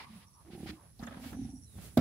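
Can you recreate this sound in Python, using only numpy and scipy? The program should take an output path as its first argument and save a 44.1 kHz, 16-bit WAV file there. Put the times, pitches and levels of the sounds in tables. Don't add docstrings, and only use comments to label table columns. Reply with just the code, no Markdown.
import sys
import numpy as np
from scipy import signal
from scipy.fft import rfft, irfft, next_fast_len
from scipy.io import wavfile

SR = 44100
rng = np.random.default_rng(int(sys.argv[2]) if len(sys.argv) > 2 else 0)


def generate_wav(signal):
    frames = np.transpose(np.atleast_2d(signal))
    scaled = np.clip(frames, -1, 1) * 32767
    pcm = np.round(scaled).astype(np.int16)
    wavfile.write(sys.argv[1], SR, pcm)


N = 88420

POP_S = 1.9715
SKIN_HZ = 768.5


def amp(db):
    return 10 ** (np.asarray(db) / 20)


def unit(x):
    return x / np.sqrt(np.mean(x ** 2) + 1e-20)


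def along(points, hz):
    knots_hz, values = np.transpose(points)
    return np.interp(np.log(hz + 1), np.log(knots_hz + 1), values)


def since(start_s):
    return np.maximum(np.arange(N) / SR - start_s, 0)


def level(points):
    return amp(np.interp(since(0), *np.transpose(points)))


def strokes(rows):
    return sum(amp(db) * np.sin(np.pi * np.minimum(since(s) / length_s, 1)) for s, length_s, db in rows)


def burst(start_s, db, decay_s):
    t = since(start_s)
    return amp(db) * (t > 0) * np.exp(-t / decay_s)


def filtered(x, response):
    size = next_fast_len(N + SR // 2)
    return irfft(rfft(x, size) * response(np.fft.rfftfreq(size, 1 / SR)), size)[..., :N]


def noise(colour, grain=1):
    # frequency in Hz, left-right correlation.
    likeness = [(50, 0.76), (120, 0.9), (600, 0.4), (1300, 0.37), (2500, 0.09), (5000, -0.13), (15000, 0)]

    def response(hz):
        angle = np.arccos(np.clip(along(likeness, hz), -1, 1)) / 2
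        return amp(along(colour, hz)) * [np.cos(angle), np.sin(angle)]
    mid, side = filtered(rng.standard_normal((2, N)) * grain, response)
    return unit(np.array([mid + side, mid - side]))


def band(centre_hz, width_hz):
    white = rng.standard_normal((2, N))
    return unit(filtered(white, lambda hz: np.exp(-((hz - centre_hz) / width_hz) ** 2 / 2)))


def ring(t, hz, t60_s, rise_s, sag=0, sag_s=0.0032):
    cycles = hz * (t + sag * sag_s * (1 - np.exp(-t / sag_s)))
    attack = (1 - np.exp(-t / rise_s)) ** 2
    return np.sin(2 * np.pi * cycles) * attack * np.exp(-np.log(1000) * t / t60_s)


def outdoors():
    # frequency in Hz, gain in dB.
    air_colour = [(50, -9), (100, 0.5), (250, -29.5), (600, -20), (1000, -24), (1700, -24), (3000, -26.5),
                  (6000, -19), (7500, -38.5), (9500, -34), (12000, -24), (15500, -34)]
    rumble_colour = [(20, -28), (40, -12.5), (62, 1), (105, -6.5), (160, -10.5), (300, -23.5), (600, -41),
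                     (2000, -120)]
    rush_colour = [(400, -55), (800, -13), (950, -3), (1170, -3.5), (1400, -26), (4000, -120)]
    # time in seconds, level in dB.
    rumble_levels = [(0, -55), (.21, -59), (.39, -62.5), (.58, -57), (.7, -45.5), (.79, -61), (.978, -58.5),
                     (1.0, -52), (1.22, -54.5), (1.43, -42), (1.54, -52), (1.734, -56), (1.772, -43.5),
                     (1.9, -53)]
    # start in seconds, length in seconds, level in dB.
    rushes = [(-.06, 0.18, -59.5), (.03, 0.35, -69), (.34, 0.09, -63), (.74, 0.11, -65)]
    air = amp(-69.5) * noise(air_colour)
    rumble = level(rumble_levels) * noise(rumble_colour)
    return air + rumble + strokes(rushes) * noise(rush_colour)


def trill(centre_hz, width_hz, wing_hz=105, depth=0.92):
    pulse = 1 + depth * np.sin(2 * np.pi * (wing_hz * since(0) + rng.random()))
    phase = np.angle(signal.hilbert(band(centre_hz, width_hz)))
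    return pulse * unit(np.cos(phase))


def insects():
    # time in seconds, level in dB.
    chorus_levels = [(0, -71), (.9, -73.5), (1.3, -68.5), (1.5, -65.5), (2, -65.5)]
    # start in seconds, length in seconds, level in dB.
    buzzes = [(.13, 0.109, -71.5), (.3, 0.17, -73), (.51, 0.19, -68), (.765, 0.2, -69.5)]
    chirps = [(.262, 0.04, -69.5), (0.324, 0.046, -69.5), (1.422, 0.0473, -66), (1.476, 0.063, -65.5),
              (1.538, 0.064, -65), (1.61, 0.0607, -64.5)]
    chorus = band(10280, width_hz=510) + amp(-5.5) * band(8350, width_hz=1800)
    buzz = strokes(buzzes) * trill(10680, width_hz=170)
    cricket = strokes(chirps) * trill(5700, width_hz=115)
    return level(chorus_levels) * chorus + buzz + cricket


def bird():
    # start and length in seconds, level in dB, pitch in Hz, slide in Hz/s, blur in Hz.
    whistles = [(1.3, 0.196, -66.5, 6070, -1200, 360), (1.625, 0.19, -72, 4300, -5500, 100),
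                (1.33, 0.2, -77, 3865, -1200, 100)]
    out = np.zeros((2, N))
    for start_s, length_s, db, hz, slide_hz_per_s, blur_hz in whistles:
        note = signal.hilbert(band(hz, blur_hz))
        glide = np.exp(1j * np.pi * slide_hz_per_s * since(start_s) ** 2)
        out += strokes([(start_s, length_s, db)]) * np.real(note * glide)
    return out


def footfall():
    # start in seconds, level in dB, pitch in Hz.
    steps = [(0.997, -38, 56.2)]
    return sum(amp(db) * ring(since(s), hz, t60_s=0.23, rise_s=0.0048) for s, db, hz in steps)


def rubbing(slips_per_s=2200, spread_db=1.5):
    # start in seconds, length in seconds, level in dB.
    scuffs = [(.445, .07, -63), (.992, 0.046, -57), (1.03, 0.11, -56.5), (1.105, 0.12, -55.5),
              (1.225, 0.0368, -59.5), (1.3, 0.074, -57.5), (.37, .11, -71), (.74, 0.19, -65.5),
              (1.77, 0.0373, -59)]
    slides = [(-.03, 0.088, -53.5), (.03, 0.22, -63), (.2, 0.062, -64.5), (.5, 0.072, -58.5),
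              (.55, 0.24, -60.5), (.663, 0.034, -50.5), (.686, 0.029, -48), (1.0, 0.36, -64.5),
              (1.21, 0.12, -56.5), (1.32, 0.22, -66), (1.75, 0.19, -62)]
    swishes = [(.1, 0.14, -65.5), (.49, 0.32, -62), (.95, 0.17, -63.5), (1.18, 0.1854, -54.5),
               (1.66, 0.37, -60), (1.8, 0.1, -58)]
    # frequency in Hz, gain in dB.
    scuff_colour = [(250, -5.5), (560, 2.5), (950, -0.5), (1300, -4.5), (1700, -6.5), (2400, -13),
                    (4000, -16), (6500, -22), (15000, -26)]
    slide_colour = [(300, -5.5), (650, -3), (950, -6), (1300, -1.5), (1750, 0), (2250, 0.5), (2700, 0),
                    (3300, -1), (5000, -3.5), (6500, -15.5), (15000, -22.5)]
    swish_colour = [(300, 13), (1000, 1), (3000, -1.5), (7000, 0), (13000, 0), (16000, -4.5)]
    grains = (rng.random(N) < slips_per_s / SR) * amp(spread_db * rng.standard_normal(N))
    rubber = strokes(scuffs) * noise(scuff_colour, grains)
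    palms = strokes(slides) * noise(slide_colour)
    clothes = strokes(swishes) * noise(swish_colour)
    return rubber + palms + clothes


def drones():
    # start in seconds, length in seconds, level in dB, pitch in Hz.
    rubs = [(0.068, 0.16, -54.5, 206), (0.437, 0.237, -53.5, 331), (0.575, 0.23, -54, 319),
            (0.994, 0.17, -48.5, 236), (1.108, 0.315, -47, 241), (1.363, 0.27, -53.5, 250)]
    out = np.zeros(N)
    for start_s, length_s, db, hz in rubs:
        body = band(hz, width_hz=30)[0]
        skin = amp(-20) * band(SKIN_HZ, width_hz=110)[0]
        out += strokes([(start_s, length_s, db)]) * (body + skin)
    return out


def ticks():
    # start in seconds, level in dB, centre in Hz, decay in seconds.
    flicks = [(0.9925, -56.5, 4420, 0.011), (1.029, -56.5, 7200, 0.0022), (1.034, -52, 5800, 0.0086),
              (1.0675, -49, 6810, 0.0026)]
    return sum(burst(s, db, decay_s) * band(hz, width_hz=830) for s, db, hz, decay_s in flicks)


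def slips(events, modes, rise_s=0.00062):
    # frequency in Hz, gain in dB.
    friction_colour = [(300, 9), (700, -1.5), (5000, -2.5), (7000, -10), (15000, -14)]

    def body(hz):
        return sum((-1) ** k * amp(db) * 1j * hz * width_hz / (mode_hz**2 - hz**2 + 1j * hz * width_hz)
                   for k, (mode_hz, width_hz, db) in enumerate(modes))
    force = sum(burst(s, db, decay_s) * (1 - np.exp(-since(s) / rise_s)) for s, db, decay_s in events)
    return force * unit(filtered(noise(friction_colour), body))


def finger_slips():
    # start in seconds, level in dB, decay in seconds.
    catches = [(1.0257, -49.5, 0.0098), (1.0327, -46.5, 0.012), (1.0712, -38.5, .010),
               (1.1085, -50.5, 0.0094), (1.123, -45.5, 0.0088), (1.143, -46.5, 0.0058),
               (1.1704, -52, 0.012), (1.2397, -49.5, 0.012), (1.3285, -47, 0.01)]
    squeaks = [(0.001, -42, 0.014), (.025, -59, 0.023), (.043, -52, 0.0078)]
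    # centre in Hz, width in Hz, gain in dB.
    hollow_modes = [(660, 98, -1.5), (996, 84, -6.5), (1267, 90, 1.5), (1667, 110, 1), (1800, 230, -4.5),
                    (3540, 350, -14.5)]
    squeak_modes = [(920, 120, 0.5), (2040, 140, -0.5), (2370, 125, -3), (2924, 246, -12), (4145, 255, -14),
                    (5004, 350, -16)]
    return slips(catches, hollow_modes) + slips(squeaks, squeak_modes)


def taps():
    # start in seconds, push in dB, ring in dB, ring pitch in Hz, skin in dB.
    touches = [(0.502, -35, -46, 346, -52), (0.533, -31.5, -41, 331, -74), (0.55, -33.5, -41, 335, -49),
               (.577, -33.5, -39, 321.7, -49), (0.603, -30, -63, 337, -49.5),
               (0.6313, -25, -32, 322, -52.5), (0.6587, -31.5, -47, 322, -43.5),
               (0.693, -28.5, -40, 313, -70), (0.732, -35.5, -44.5, 324, -56),
               (0.995, -43, -35.5, 225, -46), (1.027, -26, -49, 216, -47), (1.07, -53, -41, 270, -50),
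               (1.17, -33, -43, 220, -58.5), (1.261, -44, -32, 250, -68.5), (1.306, -39, -41.5, 217, -58),
               (1.33, -31, -35.5, 272.1, -73), (1.343, -57.5, -31.5, 234, -52.5),
               (1.369, -35, -33.5, 248, -50.5), (1.388, -40, -24, 251.3, -54),
               (1.414, -54.5, -25.5, 258, -55), (1.448, -47.5, -27.5, 234.5, -53),
               (1.488, -44.5, -32.5, 257.5, -54), (1.534, -54.5, -30.5, 251, -65),
               (1.754, -41.5, -55, 213, -61.5), (1.782, -44, -41, 201, -56)]
    out = np.zeros(N)
    for start_s, push_db, ring_db, ring_hz, skin_db in touches:
        t = since(start_s)
        out += amp(push_db) * ring(t, hz=199, t60_s=0.023, rise_s=0.00054)
        out += amp(ring_db) * ring(t, ring_hz, t60_s=0.076, rise_s=0.0037)
        out += amp(skin_db) * ring(t, SKIN_HZ, t60_s=0.053, rise_s=0.0012)
    return out


def air_blast(t):
    # final pitch in Hz, level in dB, T60 and rise in seconds, starting pitch offset as a ratio.
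    modes = [(155, -10, 0.11, 0.00692, 4.5), (85.3, -19, 0.148, 0.00476, 4.5),
             (248, -9.5, 0.062, 0.0012, -0.08), (645, -19.5, 0.056, 0.0006, 0),
             (510.4, -26.5, 0.13, 0.003, 1.5), (1217, -37, 0.063, 0.0016, 1), (1334, -36, 0.13, 0.0048, -1),
             (1970, -45.5, 0.13, 0.0023, -0.5), (2140, -42.5, 0.13, 0.00274, 1),
             (2490, -53, 0.132, 0.0022, -1)]
    return sum(amp(db) * ring(t, hz, t60_s, rise_s, sag) for hz, db, t60_s, rise_s, sag in modes)


def pop(tear_rise_s=0.0051, tear_decay_s=0.0046, scatter_t60_s=0.47):
    # delay in seconds, gain in dB.
    echoes = [(.0096, -15), (.0164, -7.5)]
    # start in seconds, level in dB, decay in seconds.
    snaps = [(1.9704, -48, 0.0043), (1.9729, -36.5, 0.0016), (1.9764, -31, 0.00069)]
    # frequency in Hz, gain in dB.
    tear_colour = [(300, 0), (700, 6.5), (1300, -0.5), (2000, -4), (3200, -7), (4600, -5.5), (6500, -16.5),
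                   (15000, -18)]
    snap_colour = [(1000, -12.5), (4000, 10), (7000, -1.5), (13000, 10.5), (16000, -2)]
    t = since(POP_S)
    thump = air_blast(t) + sum(amp(db) * air_blast(since(POP_S + delay_s)) for delay_s, db in echoes)
    opening = np.minimum(t / tear_rise_s, 1)
    tear = amp(-30) * opening * np.exp(-since(POP_S + tear_rise_s) / tear_decay_s) * noise(tear_colour)
    scatter = amp(-39) * opening * np.exp(-np.log(1000) * t / scatter_t60_s) * noise(tear_colour)
    crack = sum(burst(*snap) for snap in snaps) * noise(snap_colour)
    return thump + tear + scatter + crack


def scene():
    # frequency in Hz, left minus right in dB.
    balance = [(60, -2.5), (250, -2.5), (600, -5.5), (1300, 0), (2500, -2.5), (5000, -1), (10000, -6.5),
               (15000, -7)]
    handling = taps() + drones() + rubbing() + ticks() + finger_slips()
    mix = pop() + handling + footfall() + insects() + bird() + outdoors()
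    return filtered(mix, lambda hz: amp(along(balance, hz) * np.array([[.5], [-.5]])))


def record(dry):
    low_cut_hz, top_hz = 73, 15750
    thinned = signal.sosfilt(signal.butter(2, low_cut_hz, "highpass", fs=SR, output="sos"), dry)
    return filtered(thinned, lambda hz: hz < top_hz)


dry = scene()
out = record(dry)
generate_wav(out)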